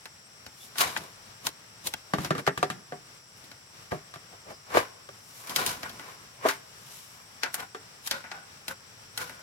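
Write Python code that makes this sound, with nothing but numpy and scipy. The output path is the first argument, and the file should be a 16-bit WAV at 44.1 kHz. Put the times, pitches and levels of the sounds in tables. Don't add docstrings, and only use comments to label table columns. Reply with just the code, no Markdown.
import sys
import numpy as np
from scipy import signal
from scipy.fft import rfft, irfft
from scipy.io import wavfile
from scipy.ndimage import uniform_filter1d

SR = 44100
rng = np.random.default_rng(int(sys.argv[2]) if len(sys.argv) > 2 else 0)


def dump_mix(stems):
    frames = np.atleast_2d(stems).T
    limited = np.clip(frames, -1, 1)
    pcm = np.round(limited * 32767).astype(np.int16)
    wavfile.write(sys.argv[1], SR, pcm)


N = 415422

# (t/s, level/dB, weight/dB,
# brightness/dB, fizz of tearing fibres/dB, ring f/Hz, rattle re split/dB, rattle decay/s)
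SPLIT_JUMPS = [(5.561, -34.5, 0.5, 7, -2, 554, 4, 0.054), (5.663, -43, 6.5, 7.5, 1, 523, 7, 0.066),
               (5.831, -38, 2.5, -5.5, 2, 565, 1, 0.038), (5.995, -45, 3.5, -8, 4, 433, -9, 0.11),
               (7.433, -28.5, -2.5, -1.5, -5, 697, -5, 0.046), (7.542, -38, -1.5, 1, 10, 740, -22, .05),
               (7.602, -45, 2, -3.5, 4, 807, 2.5, 0.041), (8.111, -34, 3, 3, -4, 555, -0.5, 0.1),
               (8.315, -39.5, -0.5, -5, -6, 786, -3, 0.15), (8.681, -40, 4.5, -0.5, 4, 534, 4.5, 0.039),
               (9.176, -38.5, -4, 4, 1.5, 490, 3.5, 0.11), (9.295, -45, 3.5, -8.5, 10.5, 626, -8, 0.45)]
# (low f/Hz, high f/Hz)
BANDS = [(60, 300), (300, 800), (800, 2400), (2400, 7000), (7000, 16500)]
FIZZ_ONLY = np.array([0, 0, 0, 0, 1])
BLOW_S, STRIP_RING_HZ = .03, 1469


def pole_knocks():
    # (t/s, level/dB, weight/dB, brightness/dB, t60/s, lower ring f/Hz)
    knocks = [(2.136, -28, -1.5, 0.5, 0.12, 315), (2.184, -38.5, 6.5, 2.5, 0.24, 312),
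              (2.306, -27, -0.5, -0.5, 0.12, 388), (2.351, -36.5, -6, 0, 0.15, 490),
              (2.38, -47, 6, 7, 0.083, 498), (2.475, -23.5, -9.5, -0.5, 0.094, 404),
              (2.576, -41.5, 2, 6.5, .14, 475), (2.628, -23.5, -15.5, -1, 0.11, 742),
              (2.701, -42.5, 3.5, 7.5, 0.16, 750), (2.922, -36, -9.5, -6, 0.16, 724),
              (3.919, -32.5, -2, -4, 0.079, 338), (3.927, -30, -25, -16, 0.14, 614),
              (4.139, -53, -11, 7.5, 0.21, 710), (4.158, -50, -3, 2, 0.069, 660),
              (4.748, -24.5, -27, -6, .16, 487), (4.771, -19, -25.5, -5, 0.015, 480),
              (5.089, -47.5, -18, 0.5, 0.053, 560), (6.452, -22.5, -42, -9, 0.14, 654),
              (6.457, -25.5, -25, -9.5, .11, 502), (7.747, -41.5, -18, 1, 0.18, 444)]
    # (f/Hz, level/dB, t60/s)
    modes = [(142, 7, 0.067), (278.3, -7.5, 0.25), (399.5, -4.5, 0.2), (465.4, -14, 0.28), (531, 5, 0.021),
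             (634, -13, 0.17), (1010, -35, 0.088), (1183, 16, 0.042), (1540, 4, 0.079), (1614, 17, 0.017)]
    # (f/Hz, level/dB)
    tint = [(60, -22), (95, -29), (140, 1), (240, -10.5), (400, -2), (1200, -5.5), (1800, 1.5), (2300, -11),
            (4000, -14), (6500, -21.5), (11000, -25), (16000, -37)]
    # (balance/dB, share of weight, share of brightness)
    voice = [(0, 0, 1, -8.5, -19.5), (0.98, 0.018, 0.03, 0, 0), (0, 0.022, 1, 1.66, 2.17)]
    hits = [(s, band_levels(voice, db, weight, bright), t60, hz, 1373 + 40.5 * min(bright, 0))
            for s, db, weight, bright, t60, hz in knocks]
    return blows(hits, modes, tint, tick_db=15, ring_db=2.5, modes_db=-1, lead_in_s=0.0017,
                 apart_hz=1110, side_db=4)


def cane_cracks(tap_ring_hz, split_t60_s):
    # (t/s, level/dB, weight/dB, brightness/dB, t60/s)
    taps = [(0.056, -46, 0.5, -2.5, 0.062), (0.464, -49, 6, -3.5, 0.068), (0.756, -44.5, -1, -8, 0.14),
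            (0.783, -34.5, -8.5, 7, 0.28), (0.964, -31, -5, -8.5, 0.046), (0.973, -49, 10.5, 3, 0.09),
            (1.468, -35.5, 1, 3.5, 0.039), (1.489, -55, 10.5, 2, 0.026), (1.871, -46.5, 9.5, 7.5, 0.034),
            (1.938, -37, 3.5, -1, 0.028), (2.247, -37.5, 4.5, -3.5, 0.089), (2.466, -32.5, -4, -4.5, .086),
            (3.44, -68.5, 14, 5, 0.33), (3.515, -51, 4, -4, 0.094), (5.472, -48, -14, 7.5, 0.23),
            (5.495, -50, 11, 4.5, 0.24), (5.675, -43, 9.5, 3, 0.33), (5.895, -52, 9.5, 0, 0.12),
            (6.487, -28.5, -7, -1.5, 0.14), (8.074, -44.5, -4, 8, 0.053), (8.24, -42, 0.5, -15, 0.36)]
    # (f/Hz, level/dB, t60/s)
    modes = [(538, -9, 0.48), (711, -11.5, 0.31), (885, -4.5, 0.19), (1442, -5, 0.12), (1600, -0.5, 0.063),
             (1964, -7, 0.15), (2495, -27, 0.17), (2616, -13.5, 0.2), (2750, -8, 0.049), (3210, 0, 0.048),
             (4040, 5.5, 0.026), (4670, -5, 0.024)]
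    # (f/Hz, level/dB)
    tint = [(60, -17.5), (300, -14), (800, -8.5), (1500, 1), (2500, -2), (5000, 2.5), (8000, -6),
            (12000, -3), (16000, -14.5)]
    # (balance/dB, share of weight, share of brightness)
    voice = [(-22, -9.5, 0.0042, 0.76, -5.5), (2.5, 1, 0, 0.51, 0.5), (-0.5, 0, 0, 1, 1.72)]
    hits = [(s, band_levels(voice, db, weight, bright), t60, tap_ring_hz, STRIP_RING_HZ)
            for s, db, weight, bright, t60 in taps]
    for s, db, weight, bright, fizz_db, hz, *_ in SPLIT_JUMPS:
        levels_db = band_levels(voice, db, weight, bright) + fizz_db * FIZZ_ONLY
        hits.append((s, levels_db, split_t60_s, hz, STRIP_RING_HZ))
    return blows(hits, modes, tint, tick_db=11.5, ring_db=-3, modes_db=-3, lead_in_s=0.0081,
                 apart_hz=825, side_db=0)


def blows(hits, modes, tint, tick_db, ring_db, modes_db, lead_in_s, apart_hz, side_db):
    out, t = np.zeros((2, N)), np.arange(SR // 2) / SR - BLOW_S
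    fade = lambda t60: (t >= 0) * np.exp(-np.log(1000) * np.abs(t) / t60)
    tone = lambda hz, t60: np.sin(2 * np.pi * hz * t) * fade(t60)
    stretches = [2.5, 0.99, 1.39, 0.84, 0.77]
    lead_in = 0.23 * (t < 0) * np.exp(-np.abs(t) / lead_in_s)
    snap = 0.73 * fade(t60=0.019)
    for s, levels_db, t60, low_hz, high_hz in hits:
        rattle = ear_noise(len(t), apart_hz, side_db)
        ring = undb(ring_db) * (tone(low_hz, t60) + tone(high_hz, t60))
        for (hz, db, mode_t60), (detune, place) in zip(modes, rng.standard_normal((len(modes), 2))):
            gain = np.sign(place) * undb(modes_db + db + 2.6 * place)
            ring += gain * tone(hz * (1 + 0.0066 * detune), min(mode_t60, 1.93 * t60))
        for edges, db, stretch in zip(BANDS, levels_db, stretches):
            envelope = snap + fade(t60 * stretch) + lead_in
            push = rattle * envelope
            push[:, int(BLOW_S * SR)] += undb(tick_db)
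            contact = unit(band(colour(push, tint), edges)) * np.sqrt(np.mean(envelope ** 2))
            blow = unit(contact + band(ring, edges))
            add(out, s - BLOW_S, blow * undb(db) * np.sqrt(BLOW_S * SR / len(t)))
    return out


def strip_slides(slips_per_s, slip_spread_db, slip_s, rub_db, ring_q):
    # (f/Hz, width/Hz, level/dB)
    modes = [(488, 220, 5.5), (1000, 41, 2), (1270, 200, -24.5), (2330, 170, -4), (2900, 210, -3),
             (3730, 580, -3)]
    # (f/Hz, level/dB)
    tint = [(60, -6), (150, 1), (300, -6.5), (480, -8), (1000, -0.5), (1600, -1.5), (2500, -5.5),
            (5000, -3), (8000, -15.5), (12000, -14.5), (16000, -24.5)]
    out = np.zeros((2, N))
    slipping = rng.random(N) < slips_per_s / SR
    slips = slipping * undb(slip_spread_db * np.minimum(rng.exponential(size=N), 3))
    bursts = unit(signal.lfilter([1], [1, -np.exp(-1 / (slip_s * SR))], slips))
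    friction = ear_noise(N, apart_hz=860, side_db=-0.5) * (bursts + undb(rub_db))
    heap_ring = sum(undb(db) * resonate(friction, hz, width) for hz, width, db in modes)
    heap = colour(friction + heap_ring, tint)
    for s, levels_db, rise, decay, low_hz, high_hz, ring_db in strokes():
        start = max(int((s - 2 * rise - BLOW_S) * SR), 0)
        rub = heap[:, start:int((s + 2 * decay + BLOW_S) * SR)]
        t = (start + np.arange(rub.shape[1])) / SR - s
        swell = 10 ** -np.maximum(-t / rise, t / decay)
        ring = sum(resonate(rub, hz, hz / ring_q) for hz in (low_hz, high_hz))
        strip = rub + undb(ring_db) * ring
        slide = sum(undb(db) * unit(band(strip, edges)) for edges, db in zip(BANDS, levels_db))
        add(out, start / SR, swell * slide)
    return out


def strokes(heap_hz=1118, heap_ring_db=0, rattle_lag_s=0.031, rattle_rise_s=0.031, rattle_ring_db=13):
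    # (peak t/s, level/dB, weight/dB, brightness/dB, rise/s, decay/s, ring f/Hz)
    slides = [(0.65, -62.5, 10, 16.5, 0.15, 0.07, 483), (0.811, -26, -2, 6, .039, 0.066, 710),
              (0.838, -30.5, -0.5, -7, 0.034, 0.052, 716), (0.885, -40.5, 2.5, 4.5, 0.093, 0.2, 697),
              (1.022, -54, 9, 1, 0.17, 0.13, 410), (1.468, -36.5, 5, 7.5, 0.031, 0.034, 403),
              (1.867, -40, 7.5, 11, 0.029, 0.042, 345), (2.262, -40, 4, 3.5, 0.17, 0.04, 325),
              (2.397, -36.5, 6, -1.5, 0.059, 0.026, 290), (3.38, -69, 8, 15, 0.052, .08, 600),
              (3.914, -39.5, -7, -2.5, 0.011, 0.11, 616), (4.34, -55, 10.5, -4, 0.074, .046, 700),
              (4.509, -44.5, 11.5, -1.5, 0.058, 0.044, 610), (4.774, -20.5, 3, -3, 0.055, 0.066, 513),
              (5.38, -72, -16, 21.5, 0.33, 0.92, 600), (5.52, -41, -3, -18, .1, 0.04, 577),
              (5.63, -34.5, 4, -2, 0.16, 0.17, 730), (6.1, -47, 1, -3, 0.41, 0.18, 435),
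              (6.467, -28, 4, -12.5, 0.053, 0.044, 566), (6.489, -29, -25, 2.5, 0.043, 0.064, 650),
              (6.95, -62, -7, 16, 0.26, 0.44, 714), (7.2, -57, -18, -22, 0.43, 0.24, 736),
              (7.6, -35, 0.5, -2, 0.053, 0.037, 850), (8.07, -45.5, -2, 12.5, 0.035, 0.037, 800)]
    # (balance/dB, share of weight, share of brightness)
    voice = [(-17.5, -7.5, 0, -5, -8.5), (1.21, 1.02, 0.043, 0, 0), (0.5, 0, 0, 1, 1.3681)]
    moves = [(s, band_levels(voice, db, weight, bright), rise, decay, hz, heap_hz, heap_ring_db)
             for s, db, weight, bright, rise, decay, hz in slides]
    for s, db, _, bright, fizz_db, hz, rattle_db, decay in SPLIT_JUMPS:
        levels_db = band_levels(voice, db + rattle_db, weight_db=0, brightness_db=bright - 3.5)
        levels_db += fizz_db * FIZZ_ONLY
        moves.append((s + rattle_lag_s, levels_db, rattle_rise_s, decay, hz, STRIP_RING_HZ, rattle_ring_db))
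    return moves


def band_levels(voice, db, weight_db, brightness_db):
    balance_db, heavy, hard = np.array(voice)
    return db + balance_db + weight_db * heavy + brightness_db * hard


def from_the_left(x, left_db, lag_samples):
    treble = signal.lfilter(*signal.butter(1, 900, "high", fs=SR), x)
    left, right = x + treble * (undb([[left_db / 2], [-left_db / 2]]) - 1)
    return np.array([left, np.r_[np.zeros(lag_samples), right[:-lag_samples]]])


def greenery(x, t60, echo_db, dull_hz):
    t = np.arange(SR) / SR
    envelope = np.exp(-np.log(1000) * t / t60) * (1 - np.exp(-t / 0.006))
    scatter = unit(ear_noise(SR, apart_hz=500, side_db=22) * envelope)
    echo = signal.lfilter(*signal.butter(1, dull_hz, fs=SR), scatter) / np.sqrt(SR)
    return undb(echo_db) * signal.fftconvolve(x, echo, axes=1)[:, :N]


def insects():
    # (f/Hz, half-width of each filter/Hz, level/dB, pulse rate/Hz, pulse depth 0-1)
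    choruses = [(5170, 120, -69, 31, 0), (5580, 260, -67, 50, 0), (7600, 190, -64, 32, 0.3),
                (10170, 500, -69.5, 27, 0.4)]
    # (f/Hz, level/dB)
    trills = [(4883, -75), (5005, -78), (5137, -74), (5250, -74), (5367, -73), (5480, -66.5), (5590, -69),
              (5704, -68), (5819, -73), (5938, -74), (6050, -78), (7086, -79), (7701, -75)]
    out = np.zeros((2, N))
    for hz, half_width, db, rate, depth in choruses:
        hiss = resonate(rng.standard_normal((2, N)), hz, 2 * half_width)
        song = unit(resonate(hiss, hz, 2 * half_width))
        throb = 1 + depth * np.sin(phase_of(rate * (1 + 0.014 * walk(2.6))))
        out += song * throb * undb(db + 0.43 * walk(2.84))
    for hz, db in trills:
        phase = phase_of(hz * (1 + .0022 * walk(200)))
        gain = undb(db + 1.2 * walk(6.9))
        out += gain * unit(np.sin(phase + rng.uniform(-0.6, 1, (2, 1))))
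    return out


def cricket(hz, chirps_per_s, db, rasp):
    pace = chirps_per_s * (1 + 0.13 * walk(12))
    chirps = np.maximum(np.sin(phase_of(pace)), 0) ** .5
    song = np.sin(phase_of(hz * (1 + rasp * walk(600))))
    flutter = undb(3.5 * walk(70) + 0.93 * walk(6.2))
    return undb(db) * unit(chirps * song * flutter)


def birds():
    # (t/s, length/s, start f/Hz, end f/Hz, peak level/dB)
    notes = [(0.584, 0.078, 3350, 3670, -51), (4.502, 0.082, 5070, 4950, -52)]
    out = np.zeros((2, N))
    for s, length, start_hz, end_hz, db in notes:
        size = int(length * SR)
        hz = np.linspace(start_hz, end_hz, size) * (1 + .03 * walk(700)[:size])
        add(out, s, undb(db) * np.hanning(size) * np.sin(phase_of(hz))[None])
    return out


def air(db):
    # (f/Hz, relative level/dB)
    tint = [(18, -62), (30, -13), (59, -16), (112, -1), (319, -15.5), (415, -12.5), (760, -14), (844, -13),
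            (1040, -14.5), (1190, -12.5), (3980, -20.5), (5590, -17.5), (6550, -23.5), (7670, -25.5),
            (16000, -33.5)]
    hush = unit(colour(ear_noise(N, apart_hz=750, side_db=2.5), tint))
    return hush * undb(db + .5 * walk(3.08) + 1.5 * walk(15))


def undb(db):
    return 10 ** (np.asarray(db) / 20)


def unit(x):
    return x / np.sqrt(np.mean(x ** 2))


def phase_of(hz):
    return 2 * np.pi * np.cumsum(hz) / SR


def band(x, edges):
    return signal.sosfilt(signal.butter(3, edges, "band", fs=SR, output="sos"), x)


def colour(x, points):
    size = 2048
    hz, db = np.transpose(points)
    bins_hz = np.arange(size // 2 + 1) * SR / size
    gain = undb(np.interp(np.log(bins_hz + 1), np.log(hz), db))
    cepstrum = irfft(np.log(gain))
    cepstrum[1:size // 2] *= 2
    cepstrum[size // 2 + 1:] = 0
    impulse = irfft(np.exp(rfft(cepstrum)))
    return signal.fftconvolve(x, impulse[None], axes=1)[:, :x.shape[1]]


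def resonate(x, hz, width):
    return signal.lfilter(*signal.iirpeak(hz, hz / width, fs=SR), x)


def ear_noise(size, apart_hz, side_db):
    mid, side = rng.standard_normal((2, size))
    side = undb(side_db) * signal.lfilter(*signal.butter(1, apart_hz, "high", fs=SR), side)
    return unit(np.array([mid + side, mid - side]))


def walk(rate):
    hold = int(SR / rate)
    steps = np.repeat(rng.standard_normal(N // hold + 1), hold)
    return 1.19 * uniform_filter1d(uniform_filter1d(steps, hold), hold)[:N]


def add(out, s, sound):
    start = int(s * SR)
    out[:, start:start + sound.shape[1]] += sound[:, :N - start]


def scene():
    knocks = pole_knocks()
    cracks = cane_cracks(tap_ring_hz=682, split_t60_s=0.094)
    slides = strip_slides(slips_per_s=850, slip_spread_db=5.5, slip_s=0.0033, rub_db=4, ring_q=20)
    bamboo = (from_the_left(knocks, left_db=1.5, lag_samples=9)
              + from_the_left(cracks, left_db=3, lag_samples=4)
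              + from_the_left(slides, left_db=2.5, lag_samples=12))
    echo = greenery(bamboo, t60=0.79, echo_db=-22.5, dull_hz=4040)
    wildlife = insects() + cricket(hz=8470, chirps_per_s=9, db=-71, rasp=0.0051) + birds()
    hush = from_the_left(air(db=-52.5), left_db=4.5, lag_samples=1)
    return bamboo + echo + wildlife + hush


def record(dry):
    return signal.sosfilt(signal.ellip(8, .2, 70, 16200, fs=SR, output="sos"), dry)


dry = scene()
out = record(dry)
dump_mix(out)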